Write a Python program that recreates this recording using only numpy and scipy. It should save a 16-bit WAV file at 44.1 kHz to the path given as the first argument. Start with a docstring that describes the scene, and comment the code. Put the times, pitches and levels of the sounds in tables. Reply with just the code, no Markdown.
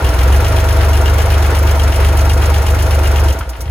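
"""Close by an open engine lid, an air-cooled six-cylinder idles. The fan rushes, knocks ring the block,
the intake hisses on each stroke and tappets tick against thin metal. Underneath, the two banks thump
in turn down the exhaust pipe, and now and then a cylinder fires weakly. Near the end the firing
drops out and the engine coasts with sharp puffs of air, a few soft thumps and one clank."""
import sys
import numpy as np
from scipy import signal
from scipy.fft import rfft, irfft
from scipy.io import wavfile
from scipy.ndimage import uniform_filter1d

SR = 44100
rng = np.random.default_rng(int(sys.argv[2]) if len(sys.argv) > 2 else 0)


def master_out(mix):
    """Clip the mix to full scale and print it as 16-bit PCM to the path in sys.argv[1]."""
    frames = np.transpose(np.atleast_2d(mix))
    ceiling = np.clip(frames, -1, 1)
    pcm = np.round(ceiling * 32767).astype(np.int16)
    wavfile.write(sys.argv[1], SR, pcm)


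N = 163170

# Crank speed: (time [s], speed [rpm])
CRANK_SPEED = [(0.0, 839.0), (0.14, 830.0), (0.3, 914.0), (0.45, 1039.0), (0.6, 972.0), (0.85, 979.0),
               (1.08, 951.0), (1.22, 999.0), (1.45, 969.0), (1.7, 972.0), (1.95, 951.0), (2.2, 969.0),
               (2.45, 979.0), (2.65, 967.0), (2.82, 996.0), (3.0, 954.0), (3.3, 967.0)]
# Fader ride on the running gear: (time [s], level [dB])
GEAR_FADER = [(0, 1), (.3, 2.5), (3.28, 1), (3.35, -3.5), (3.43, -8), (3.47, -11.5), (3.62, -10.5),
              (3.7, -12)]
# Colour of the fan rush: (frequency [Hz], level [dB])
FAN_COLOUR = [(100, 2.5), (210, -9.5), (400, -0.5), (900, -6.5), (1400, -7.5), (2200, -13), (4000, -21),
              (8000, -37), (16000, -85)]
# EQ on the fan's side signal: (frequency [Hz], gain [dB])
FAN_SIDE_EQ = [(100, -16), (300, -23), (700, -14.5), (1500, -11.5), (16000, -15.5)]
# Resonances of block and shrouds: (frequency [Hz], width [Hz], level [dB])
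BLOCK_MODES = [(314, 36, 3.5), (354, 31, -3), (416, 44, -18), (508.7, 48, -1.5), (656, 15.3, -1.5),
               (812, 33, -5), (930, 24, -6), (1385, 116, -8)]
# Knock pattern: (place [cycles], level [dB], brightest frequency [Hz])
KNOCK_PATTERN = [(.0, 4, 510), (0.991, -5, 333), (.05, -1.5, 655), (.06, -4, 1385), (.14, -0.5, 630),
                 (.15, -2, 930), (.18, -4, 1385), (0.201, -4, 505), (0.259, 0, 348), (.28, 0, 860),
                 (.46, -1.5, 670), (0.581, -6.5, 493), (.59, -4, 812), (0.621, -3.5, 357), (.79, -0.5, 655),
                 (0.841, 2, 427), (.85, -7, 1385)]
# Intake stroke pattern: (place [cycles], level [dB])
STROKE_PATTERN = [(.09, 0), (.28, -15), (.45, 1.5), (.6, -4), (0.755, 2)]
# Colour of the intake air: (frequency [Hz], level [dB])
HISS_COLOUR = [(1500, -15), (4000, -4.5), (5000, 0), (6300, 4.5), (8500, -4.5), (10000, 4), (12000, -6),
               (14200, -1.5), (16000, -5.5)]
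# Exhaust pipe resonances: (frequency [Hz], width [Hz], level [dB])
PIPE_MODES = [(45.9, 15, 5.6), (67.2, 11.5, 16), (101.6, 17, 3.9), (158.9, 18.5, .6)]
# Weak firings: (time [s], level change [dB])
WEAK_FIRINGS = [(.055, -7), (1.01, -3), (1.26, -1), (1.5, -3), (1.75, -4), (1.915, -3.5), (2.358, -8),
                (2.608, -12), (2.865, -1.5), (3.11, -2)]
# Tappet pattern: (place [cycles], level [dB], brightest frequency [Hz])
TAPPET_PATTERN = [(0.102, -0.5, 2330), (.3, -1, 1400), (.455, -0.5, 3250), (.49, -7, 2500),
                  (0.519, -4, 2920), (.59, -6.5, 2900), (.625, 3, 1750), (.635, -2, 3060), (.67, -1, 2470),
                  (0.771, -8, 3300)]
# Thin metal rung by the tappets: (frequency [Hz], width [Hz], level [dB])
TIN_MODES = [(1330, 70, -10), (1680, 100, 6), (1990, 90, 4), (2160, 33, 6), (2500, 92, 2), (2846, 69, 2),
             (2987, 27, -4.5), (3186, 73, -1), (3330, 2250, 5)]
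# Air puffs while coasting: (time [s], level [dB], hold [s])
COAST_PUFFS = [(3.324, -29, 0.0076), (3.387, -29, 0.0057), (3.492, -29, 0.008), (3.562, -49, 0.009),
               (3.606, -29, 0.013), (3.696, -45, 0.011)]
# Thumps while coasting: (time [s], level [dB], pitch [Hz], decay [s])
COAST_THUMPS = [(3.351, -14.5, 68.5, 0.025), (3.403, -8.5, 65.4, 0.013), (3.461, -18, 59, 0.071),
                (3.585, -16, 60.4, 0.018), (3.618, -14, 62, 0.014), (3.659, -10.5, 75.6, 0.012),
                (3.686, -9.5, 65, 0.021)]

CUT_S = 3.315  # the firing stops
HISS_EDGES_HZ = [1000, 5500, 8600, 12200, 17000]
NEAR_BANK_PLACE, FAR_BANK_DELAY, FAR_BANK_DB = -0.096, 0.142, 5  # place and delay in cycles
THUMP_TOP_HZ, SLOW_LOSS_DB = 122, 3  # loss per 100 rpm under 900


def undb(db):
    return 10 ** (np.asarray(db) / 20)


def level(x, rms_db):
    return x * undb(rms_db) / np.sqrt(np.mean(x ** 2))


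def curve(rows, at):
    return np.interp(at, *np.array(rows, float).T)


def noise(colour):
    """Noise shaped to a colour curve, at unit RMS."""
    hz, db = np.array(colour, float).T
    log_hz = np.log(np.arange(N // 2 + 1) * SR / N + 1)
    eq = undb(np.interp(log_hz, np.log(hz), db))
    return level(irfft(rfft(rng.standard_normal(N)) * eq, N), 0)


def ring(x, hz, width_hz):
    """A damped resonance: a click becomes a fading sine."""
    r, w = np.exp(-np.pi * width_hz / SR), 2 * np.pi * hz / SR
    return signal.lfilter([0, 2 * (1 - r) * np.sin(w)], [1, -2 * r * np.cos(w), r * r], x)


def wander(rate_hz):
    """Smooth random drift with a spread near 1."""
    hold = int(SR / rate_hz)
    steps = np.repeat(rng.standard_normal(N // hold + 1), hold)
    return 1.25 * uniform_filter1d(uniform_filter1d(steps, hold), hold)[:N]


def clicks(times, db):
    """A click of the given level at each time."""
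    out, at = np.zeros(N), np.round(times * SR).astype(int)
    inside = (at >= 0) & (at < N)
    np.add.at(out, at[inside], undb(db)[inside])
    return out


def bursts(cycle, place, db, decay_s, rise_samples):
    """An envelope struck once a cycle, a little loose in timing and level."""
    jitter, scatter = rng.standard_normal((40, 2)).T
    times = np.interp(np.arange(40) + place + 0.0053 * jitter, cycle, np.arange(N) / SR, -1, 99)
    tails = signal.lfilter([1], [1, -np.exp(-1 / (decay_s * SR))], clicks(times, db + 1.2 * scatter))
    return uniform_filter1d(tails, rise_samples)


def send(hz, pattern, hits, spread_oct):
    """Mix the hits for one resonance, favouring those brightest near it."""
    return sum(np.exp(-(np.log2(hz / brightest) / spread_oct) ** 2) * hit
               for (_, _, brightest), hit in zip(pattern, hits))


def pan(x, lag_ms, left_db):
    """Stereo position: the left side's delay and level against the right."""
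    hz = np.arange(N // 2 + 1) * SR / N
    left = irfft(rfft(x) * np.exp(-2j * np.pi * hz * lag_ms / 1000), N)
    return np.array([left * undb(left_db / 2), x * undb(-left_db / 2)])


def fan():
    """A fluttering bed of cooling air, wider towards the treble."""
    side_eq = [(np.log(hz), db) for hz, db in FAN_SIDE_EQ]
    side = noise([(hz, db + curve(side_eq, np.log(hz))) for hz, db in FAN_COLOUR]) * undb(-5.5)
    return undb(-23.5 + wander(23)) * (noise(FAN_COLOUR) + np.array([side, -side]))


def block(cycle):
    """Knocks over a steady shudder ring the block; the two highest rings sit further left."""
    knocks = [bursts(cycle, at, db, decay_s=0.0044, rise_samples=8) for at, db, _ in KNOCK_PATTERN]
    shudder, rings = 0.49, []
    for hz, width, db in BLOCK_MODES:
        envelope = shudder + send(hz, KNOCK_PATTERN, knocks, spread_oct=0.24)
        attack_click = 45.5 * np.maximum(np.gradient(envelope), 0)
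        shake = envelope * rng.standard_normal(N) + attack_click
        rings.append(undb(db) * ring(shake, hz, width) * hz / width ** .5)
    return level(pan(sum(rings[:6]), -0.06, -1) + pan(sum(rings[6:]), 0.081, 4.8), -25)


def intake(t, cycle, gear):
    """Air hisses in strokes, then puffs, over a faint leak; the lid scatters it and each band flickers."""
    strokes = sum(bursts(cycle, at, db, decay_s=0.0078, rise_samples=340) for at, db in STROKE_PATTERN)
    leak = undb(-36) * gear ** 0.9
    envelope = undb(-25.5) * strokes * (t < CUT_S) + leak + puffs(t)
    direct = pan(noise(HISS_COLOUR), 0.2918, 1)
    scattered = undb(-7.5) * np.array([noise(HISS_COLOUR), noise(HISS_COLOUR)])
    hiss = 0
    for edges in zip(HISS_EDGES_HZ, HISS_EDGES_HZ[1:]):
        band = signal.butter(3, edges, "band", fs=SR, output="sos")
        hiss += undb(wander(90)) * signal.sosfilt(band, direct + scattered)
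    return envelope * hiss


def exhaust(t, cycle):
    """The low end: two banks fire in turn, three times a cycle each, and ring the pipe until the cut."""
    scatter_db, jitter = rng.standard_normal((200, 2)).T
    firing = np.arange(200)
    far = firing % 2
    times = np.interp(firing // 2 / 3 + NEAR_BANK_PLACE + FAR_BANK_DELAY * far, cycle, t, -1, 99)
    db = scatter_db + FAR_BANK_DB * far
    for when, change_db in WEAK_FIRINGS:
        db[np.argmin(abs(times - when))] += change_db
    times += 0.00035 * jitter
    pulses = (clicks(times[1::2], db[1::2]) - clicks(times[::2], db[::2])) * (t < CUT_S)
    pipe = sum(undb(mode_db) * ring(pulses, hz, width) for hz, width, mode_db in PIPE_MODES)
    thumps = signal.sosfilt(signal.butter(6, THUMP_TOP_HZ, fs=SR, output="sos"), pipe)
    sag = undb(-SLOW_LOSS_DB * np.maximum(900 - curve(CRANK_SPEED, t), 0) / 100)
    choke = np.exp(-np.maximum(t - CUT_S - .01, 0) / 0.014)
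    return level(thumps, -8) * sag * choke


def tappets(cycle):
    """Each valve tick is a short rattle that rings thin metal around its own pitch."""
    rattles = [bursts(cycle, at, db, decay_s=0.0038, rise_samples=130) * rng.standard_normal(N)
               for at, db, _ in TAPPET_PATTERN]
    tin = 0
    for hz, width, db in TIN_MODES:
        shake = send(hz, TAPPET_PATTERN, rattles, spread_oct=0.27)
        tin += undb(db) * ring(shake, hz, width) * hz / width ** .5
    return level(tin, -34)


def puffs(t, attack_s=0.0007, decay_s=0.0064):
    """Envelope for the coasting engine's lone puffs of air: snap open, hold, fade."""
    return sum(undb(db) * np.clip((t - start) / attack_s, 0, 1)
               * np.exp(-np.maximum(t - start - hold, 0) / decay_s) for start, db, hold in COAST_PUFFS)


def coasting_thumps(t, attack_s=0.0039):
    """With no firing left, the exhaust gives soft thumps, each a low fading sine."""
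    out = np.zeros(N)
    for start, db, hz, decay_s in COAST_THUMPS:
        age = np.maximum(t - start, 0)
        envelope = (1 - np.exp(-age / attack_s)) * np.exp(-age / decay_s)
        out -= 2 * undb(db) * envelope * np.sin(2 * np.pi * hz * age)
    return out


def clank(t, start_s=3.408, decay_s=0.014):
    """One brief, rough ring of sheet metal while the engine coasts."""
    hit = (t > start_s) * np.exp(-np.maximum(t - start_s, 0) / decay_s) * rng.standard_normal(N)
    sheet = ring(hit, hz=1400, width_hz=220)
    return sheet * undb(-15.5) / abs(sheet).max()


def scene():
    """Mix the layers; one four-stroke cycle, two turns of the crank, clocks the idle."""
    t = np.arange(N) / SR
    cycle = 0.132 + np.cumsum(curve(CRANK_SPEED, t)) / 120 / SR
    gear = undb(curve(GEAR_FADER, t))
    machinery = block(cycle) + pan(tappets(cycle), -0.052, 6.4) + fan()
    low_end = pan(exhaust(t, cycle) + coasting_thumps(t), 0.18, 0.2)
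    return low_end + clank(t) + gear * machinery + intake(t, cycle, gear)


def record(dry):
    """The microphones drop the deepest bass, round the peaks and cut the top."""
    trimmed = signal.sosfilt(signal.butter(4, 44, "high", fs=SR, output="sos"), dry)
    rounded = np.tanh(0.57 * trimmed) / 0.58
    return signal.sosfilt(signal.ellip(10, .2, 80, 16050, fs=SR, output="sos"), rounded)


dry = scene()
out = record(dry)
master_out(out)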